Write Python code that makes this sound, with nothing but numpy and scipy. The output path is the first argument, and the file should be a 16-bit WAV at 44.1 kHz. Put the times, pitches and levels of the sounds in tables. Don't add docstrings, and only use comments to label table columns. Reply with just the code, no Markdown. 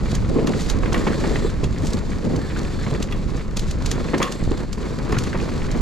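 import sys
import numpy as np
from scipy import signal
from scipy.fft import rfft, irfft, next_fast_len
from scipy.io import wavfile
from scipy.ndimage import uniform_filter1d, map_coordinates

SR = 44100
rng = np.random.default_rng(int(sys.argv[2]) if len(sys.argv) > 2 else 0)


def waveform_to_disk(signal):
    frames = np.transpose(np.atleast_2d(signal))
    scaled = np.clip(frames, -1, 1) * 32767
    samples = np.round(scaled).astype(np.int16)
    wavfile.write(sys.argv[1], SR, samples)


N = 256220
T = np.arange(N) / SR

# t/s, level/dB, hardness/dB (more knock and grit), tyre boom f/Hz
OBSTACLES = [(0.362, -10.5, -27, 260), (0.383, -10, -24.5, 457), (0.485, -14.5, -33, 238),
             (0.831, -19, -9, 254), (0.941, -15, -10.5, 292), (1.067, -13.5, -11.5, 332),
             (1.239, -17, -10.5, 260), (1.307, -14.5, -40, 364), (1.356, -24, -6, 320),
             (1.446, -14, -23, 407), (1.632, -16, -21, 393), (1.835, -16.5, -23, 285),
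             (1.94, -17, -22, 230), (2.353, -21, -27, 313), (2.6, -20, -21, 250), (2.864, -16.5, -14, 142),
             (2.923, -13.5, -32, 137), (3.346, -21, -20, 282), (3.977, -22, -13.5, 250),
             (4.133, -16, -11, 426), (4.139, -7.5, -20, 313), (4.201, -10, -16.5, 393),
             (4.513, -13, -23, 316), (5.124, -15.5, -12, 408), (5.346, -16.5, -14, 566),
             (5.75, -15, -20, 238)]


def from_db(db):
    return 10 ** (np.asarray(db) / 20)


def rms_one(x):
    return x / np.sqrt(np.mean(x ** 2) + 1e-20)


def curve(rows):
    return np.interp(T, *np.transpose(rows))


def stretches(rows, fade_s=0.031):
    return sum(db * np.clip(np.minimum(T - start, end - T) / fade_s, 0, 1) for start, end, db in rows)


def drift(rate_hz):
    step, run_in = 20, 2000
    pole = np.exp(-2 * np.pi * step * rate_hz / SR)
    noise = rng.standard_normal(N // step + run_in + 2)
    slow = signal.lfilter([1], [1, -2 * pole, pole * pole], noise)[run_in:]
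    return np.interp(np.arange(N) / step, np.arange(len(slow)), rms_one(slow))


def colour(x, points):
    size = 2 * next_fast_len(N // 2 + 8192)
    hz, db = np.transpose(points)
    bins = np.maximum(np.arange(size // 2 + 1) * SR / size, 1)
    octaves_outside = np.maximum(np.log2(hz[0] / bins), 0) + np.maximum(np.log2(bins / hz[-1]), 0)
    gain = rms_one(from_db(np.interp(np.log(bins), np.log(hz), db) - 10 * octaves_outside))
    cepstrum = irfft(np.log(gain))[:size // 2]
    cepstrum[1:] *= 2
    return irfft(rfft(x, size) * np.exp(rfft(cepstrum, size)), size)[..., :N]


def resonate(x, hz, q):
    return signal.lfilter(*signal.iirpeak(hz, q, fs=SR), x)


def spread(pair, side_db):
    return pair[0] + np.array([[1], [-1]]) * from_db(side_db) * pair[1]


def steady(x, window_s):
    return x / np.sqrt(uniform_filter1d(x ** 2, int(window_s * SR), axis=-1) + 1e-12)


def grains(per_s, size_db):
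    hits = rng.random((2, N)) < per_s / SR
    sizes = from_db(size_db * np.minimum(rng.exponential(1, (2, N)), 4))
    return rms_one(hits * sizes * rng.choice([-1, 1], (2, N)))


def strike_envelope(age, rise_s, t60):
    return (1 - np.exp(-age / rise_s)) * from_db(-60 * age / t60)


def bursts(times, levels_db, rise_s, t60):
    power = np.zeros(N)
    for s, db in zip(times, levels_db):
        start = int(s * SR)
        age = T[:min(N - start, SR // 4)]
        power[start:start + len(age)] += (from_db(db) * strike_envelope(age, rise_s, t60)) ** 2
    return np.sqrt(power) * rng.choice([-1, 1], (2, N))


def tone(s, hz, rise_s, t60):
    start = int(s * SR)
    age = T[:min(N - start, SR // 3)]
    out = np.zeros(N)
    out[start:start + len(age)] = np.sin(2 * np.pi * hz * age) * strike_envelope(age, rise_s, t60)
    return out


def wind():
    # t/s, level/dB
    buffeting = [(0.0, -30), (0.19, -22), (0.32, -26.5), (1.81, -27.5), (2.1, -30), (3.15, -30),
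                 (3.62, -27.5), (4.04, -27.5), (4.16, -34.5), (4.79, -32), (5.47, -30.5), (5.81, -24)]
    # f/Hz, level/dB
    wind_eq = [(12, -11.5), (22, 2.5), (33, 0.5), (52, -1.5), (75, -5.5), (120, -8), (220, -13.5),
               (600, -43.5)]
    # from t/s, to t/s, gain/dB
    gusts = [(0.35, 0.56, -3.5), (1.84, 2.03, 1), (4.21, 4.40, -4), (4.40, 4.56, 8), (5.09, 5.26, 6)]
    # t/s, level/dB
    eddies = [(0.1299, -8.5), (4.426, -12), (4.476, -9)]
    air = steady(colour(rng.standard_normal((2, N)), wind_eq), window_s=0.098)
    veer_db = np.array([[.5], [-.5]]) * (-0.9 + 2.5 * drift(3.3))
    gust_db = stretches(gusts) + 1.5 * drift(8.8)
    out = spread(air, side_db=-7) * from_db(curve(buffeting) + 4 + veer_db + gust_db)
    for s, db in eddies:
        passage = (T - s - .0015) / 0.0025
        out -= from_db(db) * np.tanh(6 * passage) * np.exp(-np.abs(passage))
    return out


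def tyre_levels():
    # t/s, level/dB
    rolling = [(0.0, -39), (0.55, -37.5), (1.03, -36), (1.2, -36), (1.58, -38), (3.04, -39), (3.28, -41),
               (3.62, -41.5), (4.09, -35.5), (4.4, -40), (4.71, -37), (5.4, -35.5), (5.81, -36.5)]
    # from t/s, to t/s, gain/dB
    light_wheels = [(1.50, 1.80, -2), (3.41, 3.57, -2), (4.63, 4.80, -6)]
    # from t/s, to t/s, gain/dB
    deep_leaves = [(0.05, 0.18, 4.5), (0.49, 0.74, 5), (0.96, 1.43, 3.5), (2.45, 2.98, 1.0),
                   (3.60, 3.72, 5)]
    effort_db = curve(rolling) + 38
    light_db = stretches(light_wheels)
    rumble_db = -30 + 0.89 * effort_db
    grit_db = 20 * np.log10(np.hypot(from_db(-42 + effort_db), grit_spray()))
    leaves_db = -45.5 + 0.82 * effort_db + stretches(deep_leaves)
    return rumble_db + light_db, grit_db + light_db, leaves_db + light_db


def knob_rumble(level_db, drum_above_hz=115):
    # f/Hz, level/dB
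    rumble_eq = [(70, -24.5), (135, -2), (220, 1.5), (300, -3.5), (450, -6), (560, -11.5), (750, -21.5),
                 (1500, -38)]
    # from t/s, to t/s, drumming gain/dB
    rough_ground = [(0.28, 0.60, 8), (0.78, 1.47, 4), (2.22, 2.42, 8.5), (2.89, 3.03, 4)]
    knobs = steady(colour(grains(per_s=600, size_db=1.5), rumble_eq), window_s=.07)
    bass = signal.sosfilt(signal.butter(1, drum_above_hz, fs=SR, output="sos"), knobs)
    drumming = (knobs - bass) * from_db(stretches(rough_ground))
    return spread(bass + drumming, side_db=-7.5) * from_db(level_db)


def grit_crunch(level_db):
    # f/Hz, level/dB
    grit_eq = [(400, -6), (750, 0.5), (1100, 5.5), (1500, -2), (1800, -2.5), (2300, -5), (3000, -14.5),
               (6000, -30.5)]
    crunch = steady(colour(grains(per_s=1300, size_db=-1), grit_eq), window_s=0.16)
    return spread(crunch, side_db=-10) * from_db(level_db)


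def leaf_rustle(level_db, load):
    # f/Hz, level/dB
    leaf_eq = [(1500, 4), (3000, -0.5), (3700, 3), (4500, 5), (5400, -1), (6300, -0.5), (7600, -1.5),
               (8300, -9.5), (12300, -18), (13800, -41)]
    snaps = grains(per_s=730, size_db=1.5) * from_db(-6 + 2.1 * load + 5.1 * drift(75))
    rustle = steady(colour(rng.standard_normal((2, N)) + snaps, leaf_eq), window_s=0.1)
    clumps_db = 1.6 * drift(22)
    return spread(rustle, side_db=-11.5) * from_db(level_db + clumps_db)


def tyres(rumble_db, grit_db, leaves_db):
    load = drift(34)
    rumble = knob_rumble(rumble_db + 1.45 * load)
    grit = grit_crunch(grit_db + 2.04 * load)
    return rumble + grit + leaf_rustle(leaves_db, load)


def stones(grit_db, pebbles_per_s=32, pebble_hz=1370, scatter_oct=0.68, t60=0.053):
    # t/s, level/dB, f/Hz
    loose_stones = [(0.471, -17.5, 1200), (0.535, -20, 1500), (0.858, -19.5, 1690), (0.923, -15.5, 1060),
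                    (1.357, -19.5, 2110), (2.563, -22.5, 1580), (2.949, -21, 1310), (5.15, -21, 1300),
                    (5.166, -17.5, 1430), (5.329, -21, 1680)]
    # f/Hz, level/dB
    stone_eq = [(650, 0.42), (3500, -1.4)]
    pebbles = []
    for s in rng.uniform(0, T[-1], int(pebbles_per_s * T[-1])):
        db = grit_db[int(s * SR)] + 9.5 + 2 * min(rng.exponential(), 2)
        hz = pebble_hz * 2 ** (scatter_oct * rng.uniform(-0.92, 1))
        pebbles.append((s, db, hz))
    age = T[:SR // 20]
    out = np.zeros((2, N + len(age)))
    for s, db, hz in list(loose_stones) + pebbles:
        crush = rng.choice([-1, 1], (2, len(age))) * from_db(db - 60 * age / t60)
        start = int(s * SR)
        out[:, start:start + len(age)] += resonate(crush, hz, q=2.5)
    return spread(colour(out[:, :N], stone_eq), side_db=-9.5)


def clacks(ticks_per_s=3, tick_db=-35):
    # t/s, level/dB
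    slaps = [(0.1508, -22), (0.471, -23.5), (0.617, -27), (0.6979, -18), (0.9288, -23), (1.6404, -27),
             (1.8688, -25), (1.932, -24.5), (2.361, -29), (3.0255, -22), (3.5695, -19), (3.5934, -21.5),
             (3.71, -25), (3.8601, -19), (3.9133, -16.5), (4.1808, -23.5), (4.227, -18), (4.3212, -22.5),
             (4.7287, -25.5), (5.1226, -26), (5.1851, -19), (5.236, -26), (5.714, -28.5)]
    # f/Hz, level/dB
    slap_eq = [(500, -3), (1500, 0.5), (4600, 7.5), (5500, 4.5), (6700, 8), (7500, 4.5), (8300, -3.5),
               (12100, -10.5), (15500, -36)]
    ticks = [(rng.uniform(.05, T[-1]), tick_db) for _ in range(int(ticks_per_s * T[-1]))]
    s, db = np.transpose(list(slaps) + ticks)
    crack = bursts(s, db + .5, rise_s=0.00075, t60=0.027)
    brush = bursts(s - .008, db - 10, rise_s=0.0092, t60=0.13)
    return spread(colour(crack + brush, slap_eq), side_db=-12.5)


def bumps(boom_cycles=11.4):
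    # f/Hz, level/dB
    thud_eq = [(100, 3.5), (340, 8.5), (460, 8), (620, -2.5), (900, -9), (2500, -71)]
    # f/Hz, level/dB
    knock_eq = [(400, -2.5), (780, -2.5), (1100, 3.5), (1480, -12), (1850, -6), (2600, -12), (6000, -46)]
    s, db, hardness_db, _ = np.transpose(OBSTACLES)
    boom = sum(from_db(level_db + 4.5) * tone(at, hz, rise_s=0.0016, t60=boom_cycles / hz)
               for at, level_db, _, hz in OBSTACLES)
    thud = colour(bursts(s, db - 8, rise_s=0.00048, t60=0.18), thud_eq)
    knock = colour(bursts(s, db + hardness_db + 9, rise_s=0.0015, t60=0.046), knock_eq)
    return boom + spread(thud, side_db=-12) + spread(knock, side_db=-11)


def grit_spray(t60=0.34):
    return sum(from_db(db + hardness_db - 9 - 60 * np.abs(T - s) / t60) * (T > s)
               for s, db, hardness_db, _ in OBSTACLES)


def clanks(mode_fall_db_per_oct=8.5, rattle_fall_db_per_oct=6.5):
    # t/s, level/dB, f/Hz at which the struck part rings most
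    jolts = [(0.471, -29.5, 2650), (0.943, -21, 2070), (1.64, -32.5, 2680), (3.123, -29.5, 2580),
             (4.216, -22, 1130), (4.227, -19, 2960)]
    # f/Hz, width/Hz, level/dB
    modes = [(499, 55, 2.5), (1087, 82, 4), (1209, 67, -2.5), (1910, 180, 0), (2680, 240, -1.5),
             (3346, 91, -5), (3830, 1100, -2.5)]
    times, levels_db, struck_hz = np.transpose(jolts)
    clatter, pings = np.zeros((2, N)), np.zeros(N)
    for hz, width, mode_db in modes:
        db = levels_db + mode_db - mode_fall_db_per_oct * np.abs(np.log2(hz / struck_hz))
        rattle_db = -5.5 - rattle_fall_db_per_oct * np.log2(hz / modes[1][0])
        chatter = bursts(times, db - 1, rise_s=0.00026, t60=0.05)
        rattle = bursts(times, db + rattle_db, rise_s=0.012, t60=0.29)
        make_up = np.sqrt(SR / (np.pi * width))
        clatter += make_up * resonate(chatter + rattle + 1e-18, hz, q=hz / width)
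        for s, strike_db in zip(times, db):
            ping_hz = hz + width * (rng.random() - .5) / 2
            pings += from_db(strike_db - 2.5) * tone(s, ping_hz, rise_s=0.00032, t60=7 / width)
    return spread(clatter, side_db=-10) + pings


def leaf_swishes():
    # from t/s, to t/s, level/dB
    flurries = [(0.55, 0.68, -43), (1.788, 1.958, -43)]
    # f/Hz, level/dB
    swish_eq = [(4000, 4), (7500, 4), (11000, -12.5)]
    swell = sum(from_db(db) * np.sin(np.pi * np.clip((T - start) / (end - start), 0, 1))
                for start, end, db in flurries)
    return spread(colour(grains(per_s=3600, size_db=6.5), swish_eq), side_db=-15) * swell


def freehub(swell_s=0.033, fade_s=0.095, pitch_waver=0.018, flicker_db=3.5, waver_hz=6):
    # from t/s, to t/s, level/dB
    coasting = [(0.91, 1.55, -42.5), (2.387, 3.052, -45), (3.92, 4.69, -46)]
    # f/Hz, width/Hz, level/dB
    hub_modes = [(1795, 105, 3), (3510, 150, -5), (4220, 65, 1), (4540, 82, -6), (7500, 360, -11)]
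    gate = sum(from_db(db) * np.clip(np.minimum((T - start) / swell_s, (end - T) / fade_s), 0, 1)
               for start, end, db in coasting)
    clicks = grains(per_s=610, size_db=-1.5)
    whirr = 0
    for hz, width, db in hub_modes:
        ring = resonate(clicks, hz, q=hz / width)
        warped = np.arange(N) + np.cumsum(pitch_waver * drift(waver_hz))
        wavering = np.array([map_coordinates(r, [warped], order=2, mode="mirror") for r in ring])
        whirr += wavering * from_db(db + flicker_db * drift(waver_hz))
    return spread(rms_one(whirr), side_db=-30) * gate


def microphone_ports(x):
    # f/Hz, phase lead/rad, balance/dB
    left_over_right = [(90, 0.28, -3), (270, 1.32, 3), (500, 0.32, -1.5), (1180, 0.64, -1),
                       (4000, 0.32, -0.4), (8850, 0.76, -2.6)]
    hz, lead, balance_db = np.transpose(left_over_right)
    bins = np.arange(N // 2 + 1) * SR / N
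    sides = np.array([[.5], [-.5]])
    phase = np.exp(1j * sides * np.interp(bins, hz, lead))
    gain = from_db(sides * np.interp(bins, hz, balance_db))
    return irfft(rfft(x) * phase * gain, N)


def scene():
    buffeting = wind()
    rumble_db, grit_db, leaves_db = tyre_levels()
    trail = tyres(rumble_db, grit_db, leaves_db) + stones(grit_db) + leaf_swishes()
    bike = freehub() + bumps() + clacks() + clanks()
    return buffeting + microphone_ports(trail + bike)


def record(dry):
    rounded = 1.202 * np.tanh(dry / 1.192)
    return signal.sosfilt(signal.cheby2(14, 60, 15800, fs=SR, output="sos"), rounded)


dry = scene()
out = record(dry)
waveform_to_disk(out)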